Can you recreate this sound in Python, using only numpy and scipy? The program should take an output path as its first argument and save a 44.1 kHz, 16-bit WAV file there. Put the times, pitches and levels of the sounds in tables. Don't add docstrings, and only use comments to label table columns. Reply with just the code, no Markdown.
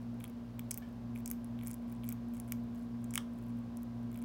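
import sys
import numpy as np
from scipy import signal
from scipy.fft import rfft, irfft
from scipy.io import wavfile

SR = 44100
rng = np.random.default_rng(int(sys.argv[2]) if len(sys.argv) > 2 else 0)


def output_pcm(signal):
    pcm = np.clip(np.atleast_2d(signal).T, -1, 1) * 32767
    wavfile.write(sys.argv[1], SR, np.round(pcm).astype(np.int16))


N = 187380

# (frequency [Hz], relative density [dB])
AIR_SPECTRUM = [(25, -13), (45, -4), (65, 8), (140, 0), (210, 9), (320, -2.5), (620, -2.5), (1100, -10.5),
                (2000, -19.5), (3200, -22.5), (5200, -26.5), (8000, -34), (15500, -35.5), (17000, -41)]
# (shaft order [-], rms level before motor gain [dB])
MOTOR_HARMONICS = [(2, -51.5), (3, -59.5), (4, -41), (5, -64), (6, -65.5), (7, -110), (10, -73), (12, -73),
                   (17, -71), (18, -77.5), (19, -74.5), (27, -78)]
# (time [s], gain [dB])
MOTOR_GAIN = [(0, -4), (1.0, -6), (1.15, -2), (4.25, -1)]
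# (mains order [-], rms level [dB])
MAINS_HARMONICS = [(2, -53), (4, -59)]
# (frequency [Hz], rms level [dB])
APPLIANCE_TONES = [(53.66, -59), (107.32, -60), (217.9, -69.5), (257.94, -61.5), (461.7, -75.5)]
# (frequency [Hz], relative density [dB])
TAIL_SPECTRUM = [(800, 13), (2400, -5), (5000, 6), (9000, -6.5), (16000, -5)]
# (frequency [Hz], width [Hz], gain [dB])
KNOCK_RESONANCES = [(1733, 45, 7), (2270, 95, -1), (3060, 210, -6)]
# (frequency [Hz], width [Hz], gain [dB])
MOUTH_RESONANCES = [(1240, 450, 2.25), (2270, 200, 6.9), (3270, 510, 0.7)]
# (frequency [Hz], width [Hz], gain [dB])
SHELL_RESONANCES = [(6000, 1800, -0.5), (6550, 114, 5), (7660, 950, -2), (10550, 1140, 0),
                    (14050, 3150, -1), (16060, 590, 3.5)]
# (centre [s], half length [s], mean grain level [dB])
CRACKLE_RUNS = [(0.25, 0.052, -55), (0.747, 0.059, -64), (1.179, 0.027, -56), (1.31, 0.03, -57),
                (1.669, 0.046, -51), (1.919, 0.049, -61), (2.081, 0.043, -50.5), (2.36, 0.023, -56.5),
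                (2.503, 0.031, -59.5), (2.784, 0.04, -62.5), (3.159, 0.031, -73), (3.444, 0.073, -60),
                (4.179, 0.073, -50)]
# (time [s], level [dB], emphasis [Hz])
MOUTH_CLICKS = [(0.2071, -54, 2920), (0.2412, -49.5, 3400), (0.252, -57, 3110), (0.5936, -49.5, 2530),
                (1.1594, -49, 2300), (1.59, -55.5, 2500), (1.6116, -55, 2900), (1.6312, -59, 2700),
                (2.0355, -53.5, 3240), (2.118, -56, 2250), (2.5218, -46.5, 2550), (3.1387, -51, 2340),
                (3.1564, -37.5, 2170), (3.1774, -31, 2200), (4.1565, -57.5, 2320), (4.241, -42.5, 2070)]
# (time [s], base level [dB], pitch [Hz])
SHELL_CRACKS = [(0.2412, -43.5, 12500), (0.5936, -41, 12700), (0.7092, -34.5, 9800), (0.7113, -31, 8700),
                (0.7144, -32.5, 9700), (0.7428, -37.5, 12600), (0.7755, -35.5, 13100),
                (0.782, -39.5, 13700), (1.2595, -36.5, 8150), (1.277, -38.5, 11500), (1.3021, -39, 11300),
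                (1.3136, -30.5, 13300), (1.445, -50, 10800), (1.6722, -37.5, 9900), (1.681, -40.5, 13900),
                (1.713, -42, 10300), (1.7326, -49, 9100), (1.742, -43, 12000), (1.925, -49, 13900),
                (2.09, -35, 13000), (2.125, -38.5, 14100), (2.4001, -40, 11600), (2.5218, -31.5, 11800),
                (3.043, -49.5, 9100), (3.108, -46, 7800), (3.1387, -39.5, 10000), (3.148, -41, 10300),
                (3.1559, -27.5, 10700), (3.1776, -31, 9700), (3.7714, -47.5, 10400), (3.8319, -51, 12100),
                (4.241, -35, 9100)]


def from_db(db):
    return 10 ** (np.asarray(db) / 20)


def unit_rms(x):
    return x / np.sqrt(np.mean(x ** 2) + 1e-20)


def drift(rate_hz, hop=40):
    pole = np.exp(-2 * np.pi * hop * rate_hz / SR)
    noise = rng.standard_normal(N // hop + 2002)
    slow = signal.lfilter([1], [1, -2 * pole, pole * pole], noise)[2000:]
    return np.interp(np.arange(N) / hop, np.arange(len(slow)), unit_rms(slow))


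def coloured_noise(samples, spectrum):
    hz, db = np.transpose(spectrum)
    bins_hz = np.maximum(np.fft.rfftfreq(samples, 1 / SR), 1)
    gain = from_db(np.interp(np.log(bins_hz), np.log(hz), db))
    return irfft(rfft(rng.standard_normal(samples)) * gain, samples)


def resonance(x, hz, width_hz):
    r = np.exp(-np.pi * width_hz / SR)
    angle_rad = 2 * np.pi * min(hz, SR / 2 - 1) / SR
    return signal.lfilter(np.array([1, 0, -1]) * (1 - r * r) / 2, [1, -2 * r * np.cos(angle_rad), r * r], x)


def cut(x, kind, hz, order):
    return signal.sosfilt(signal.butter(order, hz, kind, fs=SR, output="sos"), x)


def add(track, time_s, sound, level_db, span_s):
    at = int(np.clip(round(time_s * SR), 0, N - 1))
    gain = from_db(level_db) * np.sqrt(span_s * SR / np.sum(sound ** 2))
    track[at:at + len(sound)] += gain * sound[:N - at]


def impact(spray, decay_s, samples=400):
    force = spray * rng.standard_normal(samples) * np.exp(-np.arange(samples) / (decay_s * SR))
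    force[0] = 1
    return force


def struck(force, modes, spread_db, detune):
    out = np.zeros(len(force))
    for k, (hz, width_hz, db) in enumerate(modes):
        strength, shift = rng.standard_normal(2)
        gain = (-1) ** k * from_db(db + spread_db * strength)
        out += gain * resonance(force, hz * (1 + detune * shift), width_hz)
    return out


def air(rms_db=-54.5):
    return from_db(rms_db) * unit_rms(coloured_noise(N, AIR_SPECTRUM))


def appliance(motor_hz=58.975, mains_hz=60.0, phase_origin_s=1.1, waver_db=1.0, wobble_rad=0.02):
    t = np.arange(N) / SR
    shaft_rad = 2 * np.pi * motor_hz * (t - phase_origin_s) + wobble_rad * drift(3.6)
    mains_rad = 2 * np.pi * mains_hz * (t - phase_origin_s)
    offset_rad = rng.uniform(0, 2 * np.pi, 64)
    motor = sum(from_db(db + waver_db * drift(6.4)) * np.cos(k * shaft_rad + offset_rad[round(k)])
                for k, db in MOTOR_HARMONICS)
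    motor *= from_db(np.interp(t, *np.transpose(MOTOR_GAIN)))
    mains = sum(from_db(db) * np.cos(k * mains_rad + offset_rad[round(k)]) for k, db in MAINS_HARMONICS)
    tones = sum(from_db(db + waver_db * drift(8)) * np.cos(2 * np.pi * (hz * t + rng.random()))
                for hz, db in APPLIANCE_TONES)
    return np.sqrt(2) * (motor + mains + tones)


def room(x, t60_s=0.21, wet_db=-12, build_s=0.00074):
    t = np.arange(SR // 2) / SR
    envelope = from_db(-60 * t / t60_s) * (1 - np.exp(-t / build_s))
    tail = coloured_noise(len(t), TAIL_SPECTRUM) * envelope
    tail /= np.sqrt(np.sum(tail ** 2))
    return x + from_db(wet_db) * signal.fftconvolve(x, tail)[:N]


def knock(time_s=0.8225):
    out = np.zeros(N)
    force = impact(spray=0.06, decay_s=0.035, samples=8000)
    ring = sum(from_db(db) * resonance(force, hz, width_hz) for hz, width_hz, db in KNOCK_RESONANCES)
    add(out, time_s, ring, level_db=-61, span_s=0.029)
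    return out


def mouth_ring(emphasis_hz=2300, focus_db_per_octave=8):
    modes = [(hz, width_hz, db - focus_db_per_octave * abs(np.log2(hz / emphasis_hz)))
             for hz, width_hz, db in MOUTH_RESONANCES]
    ring = struck(impact(spray=0.088, decay_s=0.0017), modes, spread_db=2.0, detune=0.012)
    ring = cut(ring, "high", hz=804, order=2)
    return cut(ring, "low", hz=4000, order=4)


def shell_snap(pitch_hz):
    ring = struck(impact(spray=0.073, decay_s=0.0016), SHELL_RESONANCES, spread_db=3.0, detune=0.004)
    return cut(resonance(ring, pitch_hz, width_hz=3200), "high", hz=4130, order=2)


def crackle(grains=9, spread_db=6.0, ring_db=-11, strays=36, stray_db=-66, stray_spread_db=6):
    out = np.zeros(N)
    for centre_s, half_s, grain_db in CRACKLE_RUNS:
        for k, (jitter, size, pitch) in enumerate(rng.uniform(-1, 1, (grains, 3))):
            time_s = centre_s + half_s * ((2 * k + 1 + jitter) / grains - 1)
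            level_db = grain_db + spread_db * size
            add(out, time_s, shell_snap(11000 + 3000 * pitch), level_db, span_s=0.00051)
            add(out, time_s, mouth_ring(), level_db + ring_db, span_s=0.0015)
    for when, size in rng.random((strays, 2)):
        add(out, when * N / SR, shell_snap(11800), stray_db + stray_spread_db * size, span_s=0.00056)
    return out


def jaw(tick_db=-8):
    out = np.zeros(N)
    for time_s, level_db, emphasis_hz in MOUTH_CLICKS:
        add(out, time_s, mouth_ring(emphasis_hz), level_db, span_s=0.0028)
        add(out, time_s, shell_snap(11200), level_db + tick_db, span_s=0.0017)
    return out


def cracks(snap_db=-2.5, ring_db=-19):
    out = np.zeros(N)
    for time_s, base_db, pitch_hz in SHELL_CRACKS:
        add(out, time_s, shell_snap(pitch_hz), base_db + snap_db, span_s=0.0021)
        add(out, time_s, mouth_ring(), base_db + ring_db, span_s=0.0019)
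    return out


def scene():
    return (air() + room(cracks() + jaw() + crackle() + knock()) + appliance())[None]


def record(dry):
    cutoff_hz = 16400
    return signal.sosfilt(signal.ellip(10, .2, 70, cutoff_hz, fs=SR, output="sos"), dry)


dry = scene()
out = record(dry)
output_pcm(out)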